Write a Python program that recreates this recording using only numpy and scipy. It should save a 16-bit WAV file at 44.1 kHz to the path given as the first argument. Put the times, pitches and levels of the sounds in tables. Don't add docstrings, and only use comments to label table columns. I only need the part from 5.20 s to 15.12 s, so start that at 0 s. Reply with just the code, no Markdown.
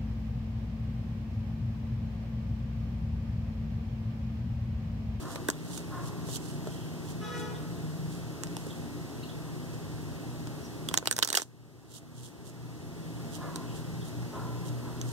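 import sys
import numpy as np
from scipy import signal
from scipy.fft import rfft, irfft, next_fast_len
from scipy.io import wavfile
from scipy.ndimage import map_coordinates

SR = 44100
rng = np.random.default_rng(int(sys.argv[2]) if len(sys.argv) > 2 else 0)


def generate_wav(signal):
    frames = np.transpose(np.atleast_2d(signal))
    scaled = np.clip(frames, -1, 1) * 32767
    pcm = np.round(scaled).astype(np.int16)
    wavfile.write(sys.argv[1], SR, pcm)


N = 437472

# (mean pitch [Hz], line width [Hz])
MOTOR_LINES = [(121, 2.69), (154.2, 3.95), (173.5, 6.98)]
# (time [s], first, second, third motor level [dB])
MOTOR_LEVELS = [(0, -49, -41.5, -61), (.6, -45.5, -49, -44.5), (1.2, -46, -42.5, -51),
                (2.2, -46.5, -42, -44), (3.2, -48, -46, -47), (4.4, -43.5, -45, -50.5),
                (5.5, -47.5, -44, -51), (6.3, -42, -51.5, -55), (8.2, -45.5, -42, -47),
                (9.2, -40.5, -46.5, -48), (9.9, -39.5, -45.5, -53)]
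# (mean pitch [Hz], level [dB], line width [Hz])
FAN_LINES = [(244.4, -51.5, 7.04), (294.2, -51.5, 7.04), (309.2, -54.5, 8.13), (356.7, -56, 8.22),
             (413.7, -58, 9.16), (672.4, -61.5, 7.53)]
# (frequency [Hz], density [dB per Hz])
AIR_COLOUR = [(20, -33), (35, -24), (55, -9), (100, -0.5), (200, -6.5), (340, -5.5), (520, -13.5),
              (900, -17), (1600, -23), (1950, -22.5), (2300, -25), (2750, -26.5), (5000, -27.5),
              (8300, -31), (9800, -32), (11200, -39), (12400, -30.5), (13500, -38.5), (15000, -41.5)]
# (frequency [Hz], correlation [-1..1])
NOISE_CORRELATION = [(130, 0.59), (280, 0.73), (640, 1), (1400, 0.84), (1950, -0.72), (2150, -1),
                     (2450, -1), (2700, 0.078), (3300, 0.74), (4500, -0.64), (6000, 0.063), (15000, -0.048)]
# (start [s], level [dB], pitch before arch [Hz], throat resonance shift [ratio])
BARKS = [(0.0, -45.5, 375, 1.06), (0.695, -43.5, 381.4, 1.04), (8.177, -42, 370.6, 1),
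         (9.11, -41, 355.2, .91), (9.597, -48.5, 354, 0.93)]
# (frequency [Hz], density [dB per Hz])
THROAT_COLOUR = [(200, -33), (500, 4.5), (800, -4.5), (980, 2.5), (1090, 7.5), (1280, -3.5), (1650, -5),
                 (1950, -22), (4000, -42)]
# (frequency [Hz], t60 [s])
STREET_DECAY = [(300, 0.97), (750, .65), (1080, 0.94), (1700, 0.75), (6000, 0.13)]
# (time at fastest [s], level [dB], stroke length [s])
SLIDES = [(0.023, -48, 0.039), (0.131, -47, 0.093), (0.567, -45, 0.14), (0.879, -49, 0.073),
          (1.105, -47.5, 0.068), (1.156, -37, 0.052), (1.297, -52.5, 0.23), (1.538, -55.5, 0.16),
          (1.906, -48, 0.075), (2.205, -48.5, 0.067), (2.963, -54, 0.11), (3.52, -56, 0.37),
          (4.545, -53, 0.023), (6.17, -23, 0.025), (6.223, -27, 0.038), (6.764, -39, 0.086),
          (7.051, -43.5, 0.14), (7.289, -43, 0.05), (8.159, -43.5, 0.051), (8.583, -50.5, 0.067),
          (8.882, -50.5, 0.054), (9.485, -51.5, 0.05), (9.912, -50.5, 0.12)]
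# (frequency [Hz], density [dB per Hz])
SLIDE_COLOUR = [(300, -17), (2000, -45), (3000, 3.5), (3800, 2), (5000, 0), (7300, 3.5), (10000, -1),
                (15000, -12.5)]
# (time [s], edge click [dB over 10 ms], knock [dB over 10 ms],
# rattle length [s], brightness [dB per octave], body [dB],
# low ring [Hz], low ring [dB], high ring [Hz], high ring [dB])
TAPS = [(0.1574, -40.5, -40, 0.005, -3.5, -7.5, 1960, 4.0, 2750, 3),
        (0.2858, -28, -51, 0.0017, 4, 18, 3270, 10, 8300, 9),
        (0.2874, -31, -23.5, 0.004, -5.0, 5.5, 1000, 6, 1820, 7),
        (0.3018, -28.5, -56, 0.00052, -0.5, -3.5, 7140, 8, 8940, 0),
        (0.5753, -40.5, -55, 0.005, -2, -6, 6800, 5, 8940, 11),
        (1.088, -47, -37.5, 0.003, -13, -21, 7550, 5.0, 10000, 11.0),
        (1.4717, -49, -32.5, 0.004, -5, -26, 1120, 3, 7990, 7),
        (3.2357, -35, -54, 0.00094, -1, 3, 1840, 4.5, 7550, 9),
        (3.271, -49, -60, 0.00073, -3, -12, 1850, 7.0, 5700, 4),
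        (3.3678, -38, -54, 0.0011, -5, -15, 6340, 3, 10000, 8.0),
        (3.466, -57, -35.5, 0.00354, 4, -15.5, 1000, 0, 10000, 12),
        (5.2719, -46, -60, 0.002, -5.5, -14, 1570, 10, 7140, 4),
        (5.712, -43.5, -40, 0.003, -8, -6, 1000, 2, 1320, 5),
        (5.826, -41.5, -35.5, 0.0026, -11, -10, 1400, 11, 10000, 12.0),
        (8.3587, -37.5, -49, 0.00292, -2.5, -9.5, 4070, 7, 8400, 7),
        (9.8142, -38.5, -42, 0.002, -3.5, -3, 3660, 6, 6380, 13.0)]
# (time [s], snap [dB over 10 ms],
# rattle length [s], brightness [dB per octave], body [dB],
# low ring [Hz], low ring [dB], high ring [Hz], high ring [dB])
RIFFLE = [(5.687, -31.5, 0.0033, -0.5, -2.5, 3420, 10, 7900, 2),
          (5.7405, -24.5, 0.0028, 0, 7.5, 1000, 3, 8940, 3),
          (5.775, -21, 0.0021, -1.0, 2.5, 3680, 8.5, 6960, 11.5),
          (5.785, -32, 0.002, -7, -16, 1750, 4, 7550, 5.0),
          (5.8564, -31.5, 0.0031, -2.5, -4, 2060, 5, 2750, 4),
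          (5.8735, -19.5, 0.00151, -3.5, -5, 2440, 5.0, 4280, 2),
          (5.912, -18.5, 0.0013, 2.5, 14.5, 1000, 2, 8700, 12),
          (5.926, -24, 0.00246, 1, 2, 1480, 2, 6030, 6), (5.965, -26.5, 0.0025, 1, 3, 6750, 1, 8400, 6),
          (5.9805, -29, 0.00298, -2, 0.0, 3070, 3.5, 10100, 12),
          (5.9896, -19.5, 0.00055, -1.5, -2, 990, 1, 6840, 4.5),
          (5.999, -43, 0.0023, -2.5, -14, 5070, 4, 7990, 7),
          (6.0257, -18, 0.0022, -2.5, 7, 4270, 17, 6300, 5),
          (6.0279, -15, 0.00197, -1, -9, 2920, 18.5, 3850, 10.0),
          (6.0321, -17.5, 0.001, 1.5, 7, 4900, 12, 6750, 9),
          (6.0475, -17, 0.003, 4.5, -2.0, 4820, 7.5, 6380, 6.5),
          (6.054, -28.5, 0.002, -7.0, -5, 1000, 5.5, 7990, 10),
          (6.075, -20, 0.002, 2, 0, 4310, 11, 7550, 2.0), (6.088, -21, 0.00299, -4, -12, 6380, 3, 8450, 5),
          (6.1022, -17, 0.0023, 0.5, 5.0, 4310, 7, 7990, 8),
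          (6.118, -31, 0.0015, -12, -19, 1000, 2.5, 8940, 7.5),
          (6.128, -15, 0.003, 1.5, 7.5, 3880, 9, 4820, 2), (6.1423, -20, 0.002, -6, -3, 1750, 9, 7990, 8),
          (6.1509, -12.5, 0.002, 2.5, 7.0, 2910, 11, 4260, 7),
          (6.155, -14.5, 0.002, 5, 8.5, 6750, 5, 9000, 3), (6.1714, -9.5, 0.002, 0, -3, 4560, -2, 5600, 9),
          (6.1739, -7.5, 0.00199, -2, -1, 4930, 3, 7550, 6),
          (6.184, -21.5, 0.004, 0, -1, 1000, 4.5, 5100, 1),
          (6.197, -22, 0.0055, -3.5, -9, 1750, 12, 6380, 4.5),
          (6.2197, -19.5, 0.00069, -6, -10.5, 6350, 10, 7990, 13)]
# (mean pitch [Hz], mean level [dB], t60 [s])
DECK_MODES = [(225, -3.5, 0.038), (309, -2.5, 0.052), (422, 8, 0.014), (623, -5.5, 0.029),
              (1186, -12, 0.025), (1690, -16, 0.0095)]
# (frequency [Hz], density [dB per Hz])
SNAP_COLOUR = [(60, -43), (250, -4), (800, 1), (1550, 6.5), (2400, -1.5), (3300, 1.5), (5500, 2.5),
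               (8300, 1.5), (11000, -4.5), (15000, -7.5)]
# (time [s], level [dB], mean pitch [Hz], half length [s])
CHIRPS = [(0.338, -50, 3540, 0.0067), (0.387, -56, 3700, .007), (1.577, -58.5, 3110, 0.15),
          (2.36, -52, 3500, .02), (3.507, -46.5, 3500, 0.0086), (4.037, -47, 4050, 0.0084),
          (4.039, -49, 2830, 0.01), (4.098, -49, 3600, 0.0098), (5.452, -50.5, 5640, 0.019),
          (8.52, -57, 3000, 0.059), (8.822, -52, 3370, 0.013)]
# (pitch before sag and flutter [Hz], level [dB], start [s])
HORNS = [(425.5, -1, 2.0), (484, -0.5, 2.02)]
# (frequency [Hz], gain [dB])
FLARE_GAIN = [(425, 5.5), (485, 0), (850, -1.5), (970, -2), (1350, 2.5), (1700, -4.5), (1930, -4),
              (2150, -15), (2420, -14), (3000, -9), (3400, -10), (3900, -13), (4600, -26), (6000, -12),
              (8000, -51)]
# (frequency [Hz], density [dB per Hz])
RUMBLE_COLOUR = [(25, -34), (55, -2), (80, 7), (105, 17), (150, -5), (300, -52.5)]
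# (delay [s], gain [dB])
NEAR_ECHOES = [(.0021, -19), (.0046, -18), (.0098, -17)]
# (frequency [Hz], t60 [s])
ROOM_DECAY = [(200, 0.11), (2000, 0.16), (12000, 0.24)]
# (frequency [Hz], gain [dB])
FACING_GAIN = [(400, -0.6), (750, -1), (1250, 0.5), (2200, 0), (4000, -2.5), (12000, -2.5)]
# (frequency [Hz], left phase lead [radians])
PORT_PHASE = [(35, 0.49), (70, 2.02), (130, 1.81), (290, 1.02), (640, 0.95), (1300, -0.21), (2100, 0)]

BARK_S = 0.12
SLIDE_RISE_SHARE = 0.69
RATTLE_REF_S = 0.0019
BODY_HZ, BODY_OCTAVES, RING_OCTAVES = 1600, 0.42, 0.15
RIFFLE_KNOCK_DB, KNOCK_DB_PER_DB, KNOCK_DB_PER_S = -29.5, 0.5, 22.5
TOP_HZ = 15800


def amp(db):
    return 10 ** (np.asarray(db) / 20)


def unit(x):
    return x / np.sqrt(np.mean(x ** 2) + 1e-20)


def along(points, hz):
    f, v = np.transpose(points)
    return np.interp(np.log(hz + 1), np.log(f + 1), v)


def hump(hz, centre_hz, octaves):
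    return np.exp(-.5 * (np.log2((hz + 1) / centre_hz) / octaves) ** 2)


def clock():
    return np.arange(N) / SR


def wobble(knots_per_s):
    knots = rng.standard_normal(int(N * knots_per_s / SR) + 4)
    return map_coordinates(knots, [clock() * knots_per_s])


def filtered(x, response):
    m = next_fast_len(N + SR // 2)
    return irfft(rfft(x, m) * response(np.fft.rfftfreq(m, 1 / SR)), m)[..., :N]


def causal(db):
    cepstrum = irfft(np.log(amp(db)))
    half = len(cepstrum) // 2
    fold = np.r_[1, np.full(half - 1, 2), 1, np.zeros(half - 1)]
    return np.exp(rfft(cepstrum * fold))


def noise(colour, channels=2):
    white = rng.standard_normal((channels, N))
    return unit(filtered(white, lambda hz: amp(along(colour, hz))))


def burst(x):
    return x * np.sqrt(SR / 100 / np.sum(np.mean(np.atleast_2d(x) ** 2, 0)))


def reverb(x, decay):
    hz, t, z = signal.stft(rng.standard_normal((2, SR)), SR, nperseg=256)
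    dying = amp(-60 * t / along(decay, hz)[:, None])
    tail = signal.istft(z * dying, SR, nperseg=256)[1]
    return signal.fftconvolve(np.atleast_2d(x), tail / np.linalg.norm(tail[0]), axes=1)[:, :N]


def tone(hz, width_hz, waver):
    drift = np.cumsum(wobble(9)) * np.pi * width_hz / SR
    strength = 1 + waver * wobble(14)
    return unit(strength * np.sin(2 * np.pi * hz * clock() + drift))


def hum(fans_db=-2, left_db=0.73, swell_db=1.6, swell_knots_per_s=2.52, diffuse=0.65):
    time_s, *levels = np.transpose(MOTOR_LEVELS)
    motors = np.zeros(N)
    for (hz, width_hz), db in zip(MOTOR_LINES, levels):
        level_db = np.interp(clock(), time_s, db) + swell_db * wobble(swell_knots_per_s)
        motors += amp(level_db) * tone(hz, width_hz, waver=0.45)
    ahead, around = (sum(amp(db) * tone(hz, width_hz, waver=0.55) for hz, db, width_hz in FAN_LINES)
                     for _ in range(2))
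    fans = ahead + diffuse * np.array([around, -around])
    return (motors + amp(fans_db) * fans) * amp([[left_db], [-left_db]])


def air(level_db=-42.5):
    def mid_side(hz):
        turn = np.arccos(np.clip(along(NOISE_CORRELATION, hz), -1, 1)) / 2
        return np.array([np.cos(turn), np.sin(turn)])

    mid, side = filtered(noise(AIR_COLOUR), mid_side)
    return amp(level_db) * unit(np.array([mid + side, mid - side]))


def dog(rough=0.54, level_db=-1, direct_db=-3, opening=0.092):
    t, out = clock(), np.zeros(N)
    rasp, jitter = noise(THROAT_COLOUR, channels=1)[0], wobble(150)
    for s, db, hz, throat in BARKS:
        on = (t >= s) & (t < s + BARK_S)
        arch = np.abs(np.sin(np.pi * (t[on] - s) / BARK_S))
        shift = throat * (1 + opening * (arch - np.pi / 4))
        phase = 2 * np.pi * np.cumsum(hz * (0.81 + .14 * arch + 0.015 * jitter[on])) / SR
        voiced = unit(sum(amp(along(THROAT_COLOUR, k * hz / shift)) * np.sin(k * phase)
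                          for k in range(1, 8)))
        shifted_rasp = np.interp(s * SR + np.cumsum(shift), np.arange(N), rasp)
        hoarse = shifted_rasp * (1 + .5 * np.cos(phase))
        out[on] += amp(db + level_db) * np.sqrt(arch) * unit((1 - rough) * voiced + rough * hoarse)
    echo = reverb(out, STREET_DECAY)
    return amp(direct_db) * out + 0.17 * echo + 0.81 * echo.mean(0)


def slides(grain_db=3, pressure_db=1.3, level_db=-1):
    t = clock()
    stroke = np.zeros(N)
    for s, db, length_s in SLIDES:
        side_s = length_s * np.where(t < s, SLIDE_RISE_SHARE, 1 - SLIDE_RISE_SHARE)
        stroke += amp(db) * np.exp(-((t - s) / side_s) ** 2)
    grain = unit(amp(grain_db * wobble(700) + pressure_db * wobble(40)))
    return amp(level_db) * stroke * grain * noise(SLIDE_COLOUR)


def contacts():
    start_s = RIFFLE[0][0]
    riffled = []
    for s, db, *shape in RIFFLE:
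        knock_db = RIFFLE_KNOCK_DB + KNOCK_DB_PER_DB * db + KNOCK_DB_PER_S * (s - start_s)
        riffled.append((s, db, knock_db, *shape))
    return riffled + list(TAPS)


def snaps(spread=0.74, travel_share=0.271, rub_db=-2, rub_grows=1.13, attack_s=0.00068,
          tail_db=-16.0, tail_t60_s=0.063, scrape_db=-27, scrape_s=0.0091, bend_db=2.5):
    lead_in = SR // 100
    t = (np.arange(4096) - lead_in) / SR
    after = np.maximum(t, 0)
    onset = 1 - np.exp(-after / attack_s)
    dying = amp(tail_db - 60 * after / tail_t60_s)
    scrape = amp(scrape_db) * np.exp(-np.abs(t) / scrape_s)
    grid_hz = np.fft.rfftfreq(len(t), 1 / SR)
    octaves = np.log2(np.clip(grid_hz, 1500, 12000) / 4000)
    out = np.zeros((2, N + len(t)))
    for s, db, knock_db, rattle_s, brightness, body_db, low_hz, low_db, high_hz, high_db in contacts():
        i = round(s * SR) - lead_in
        rattle_s = max(rattle_s, .0002)
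        travel_cycles = 2 * travel_share * rattle_s * np.sqrt(grid_hz * 4000)
        flick = burst(irfft(np.exp(-2j * np.pi * (grid_hz * lead_in / SR + travel_cycles))))
        bend = map_coordinates(rng.standard_normal(64), [np.sqrt(grid_hz) / 4], mode="nearest")
        colour_db = along(SNAP_COLOUR, grid_hz) + brightness * octaves + bend_db * bend
        colour_db += body_db * hump(grid_hz, BODY_HZ, BODY_OCTAVES)
        colour_db += low_db * hump(grid_hz, low_hz, RING_OCTAVES)
        colour_db += high_db * hump(grid_hz, high_hz, RING_OCTAVES)
        fade = onset * (np.exp(-(after / rattle_s) ** 2) + dying) + scrape
        common, apart = rng.standard_normal((2, len(t)))
        rub = burst(fade * (common + spread * np.array([apart, -apart])))
        rub_gain = amp(rub_db) * (rattle_s / RATTLE_REF_S) ** rub_grows
        card = irfft(rfft(flick + rub_gain * rub) * causal(colour_db))
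        ring = np.zeros(len(t))
        for hz, level_db, t60_s in DECK_MODES:
            decay = amp(level_db + rng.normal(0, 0.57) - 60 * after / t60_s)
            ring += decay * np.sin(2 * np.pi * (hz * rng.normal(1, 0.087) * t + rng.random()))
        out[:, i:i + len(t)] += amp(db) * burst(card) + amp(knock_db) * burst(onset * ring)
    return out[:, :N]


def crackle(start_s=6.157, end_s=6.236, level_db=-35, size_db=4.5, life_s=0.00033, count=16):
    times_s = rng.uniform(start_s, end_s, count)
    sizes = amp(level_db + size_db * rng.standard_normal(count))
    kicks = np.bincount((times_s * SR).astype(int), sizes, N)[:N]
    tick = burst(np.exp(-np.arange(SR // 100) / SR / life_s))
    return signal.fftconvolve(kicks, tick)[:N] * noise(SNAP_COLOUR, channels=1)


def cards(room_db=-20, lead_s=0.0003416, shadow_hz=1900, lowest_hz=190):
    direct = filtered(snaps() + crackle() + slides(), lambda hz: (1j * hz / (lowest_hz + 1j * hz)) ** 2)

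    def walls(hz):
        return 1 + sum(amp(db) * np.exp(-2j * np.pi * hz * delay_s) for delay_s, db in NEAR_ECHOES)

    def ports(hz):
        lag_s = lead_s * hz ** 4 / (hz ** 4 + shadow_hz ** 4)
        left = amp(along(FACING_GAIN, hz)) * np.exp(-1j * np.pi * hz * lag_s)
        return left ** np.array([[1], [-1]])

    return filtered(direct, lambda hz: walls(hz) * ports(hz)) + amp(room_db) * reverb(direct, ROOM_DECAY)


def chirps(level_db=-1, trill=0.06):
    t = clock()
    warped_s = np.cumsum(1 + trill * wobble(500)) / SR
    peeps = np.zeros(N)
    for s, db, hz, half_s in CHIRPS:
        swell = np.exp(-((t - s) / half_s) ** 2)
        peeps += amp(db + level_db) * swell * np.sin(2 * np.pi * hz * warped_s)
    return peeps + 0.82 * reverb(peeps, STREET_DECAY)


def horn(peak_s=2.17, end_s=2.224, rise_s=0.022, fall_s=0.095, level_db=-41.0, swell_db=3, echo_db=-4.5,
         flutter=0.0077, sag=0.0055, air_db=4, wall_db=-7, wall_delay_s=0.022, doppler=0.0051):
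    t, buzz = clock(), np.zeros(N)
    start_s = HORNS[0][2]
    release = np.exp(-np.maximum(t - end_s, 0) / fall_s)
    on = (t > start_s) & (t < end_s + 6 * fall_s)
    drive = np.interp(t, [start_s, peak_s, end_s], [-1, 0, -.5])
    for hz, db, s in HORNS:
        bend = 1 + sag * (drive[on] + .5) + flutter * wobble(140)[on]
        phase = 2 * np.pi * np.cumsum(hz * bend) / SR
        onset = np.clip((t[on] - s) / rise_s, 0, 1)
        for k in range(1, 17):
            waver = np.interp(t[on], start_s + np.arange(40) / 40, rng.standard_normal(40))
            overtone_db = db + along(FLARE_GAIN, k * hz) + air_db * waver
            buzz[on] += onset * amp(overtone_db) * np.sin(k * phase)
    toot = amp(level_db + swell_db * drive) * release * buzz / np.std(buzz[on])
    wall = amp(wall_db) * np.interp(t - wall_delay_s - doppler * (t - start_s), t, toot)
    return toot + wall + amp(echo_db) * reverb(toot, STREET_DECAY)


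def rumble(peak_s=4.83, half_s=0.21, level_db=-44):
    swell = np.exp(-((clock() - peak_s) / half_s) ** 2)
    return amp(level_db) * swell * noise(RUMBLE_COLOUR, channels=1)


def scene():
    return hum() + air() + dog() + cards() + chirps() + horn() + rumble()


def gain_control(x, threshold_db=-25, release_db_per_s=8.5, deepest_db=16):
    window = np.ones(SR // 100) / (SR // 100)

    def smooth(v):
        return signal.fftconvolve(v, window)[:N]

    level_db = 10 * np.log10(np.abs(smooth(np.mean(x ** 2, 0))) + 1e-12)
    excess_db = np.clip(level_db - threshold_db, 0, deepest_db)
    recovery_db = release_db_per_s * clock()
    cut_db = np.maximum.accumulate(excess_db + recovery_db) - recovery_db
    return x * amp(-smooth(cut_db))


def record(dry):
    heard = filtered(dry, lambda hz: np.exp(.5j * along(PORT_PHASE, hz) * np.array([[1], [-1]])))
    return filtered(gain_control(heard), lambda hz: hz < TOP_HZ)


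dry = scene()
out = record(dry)
generate_wav(out)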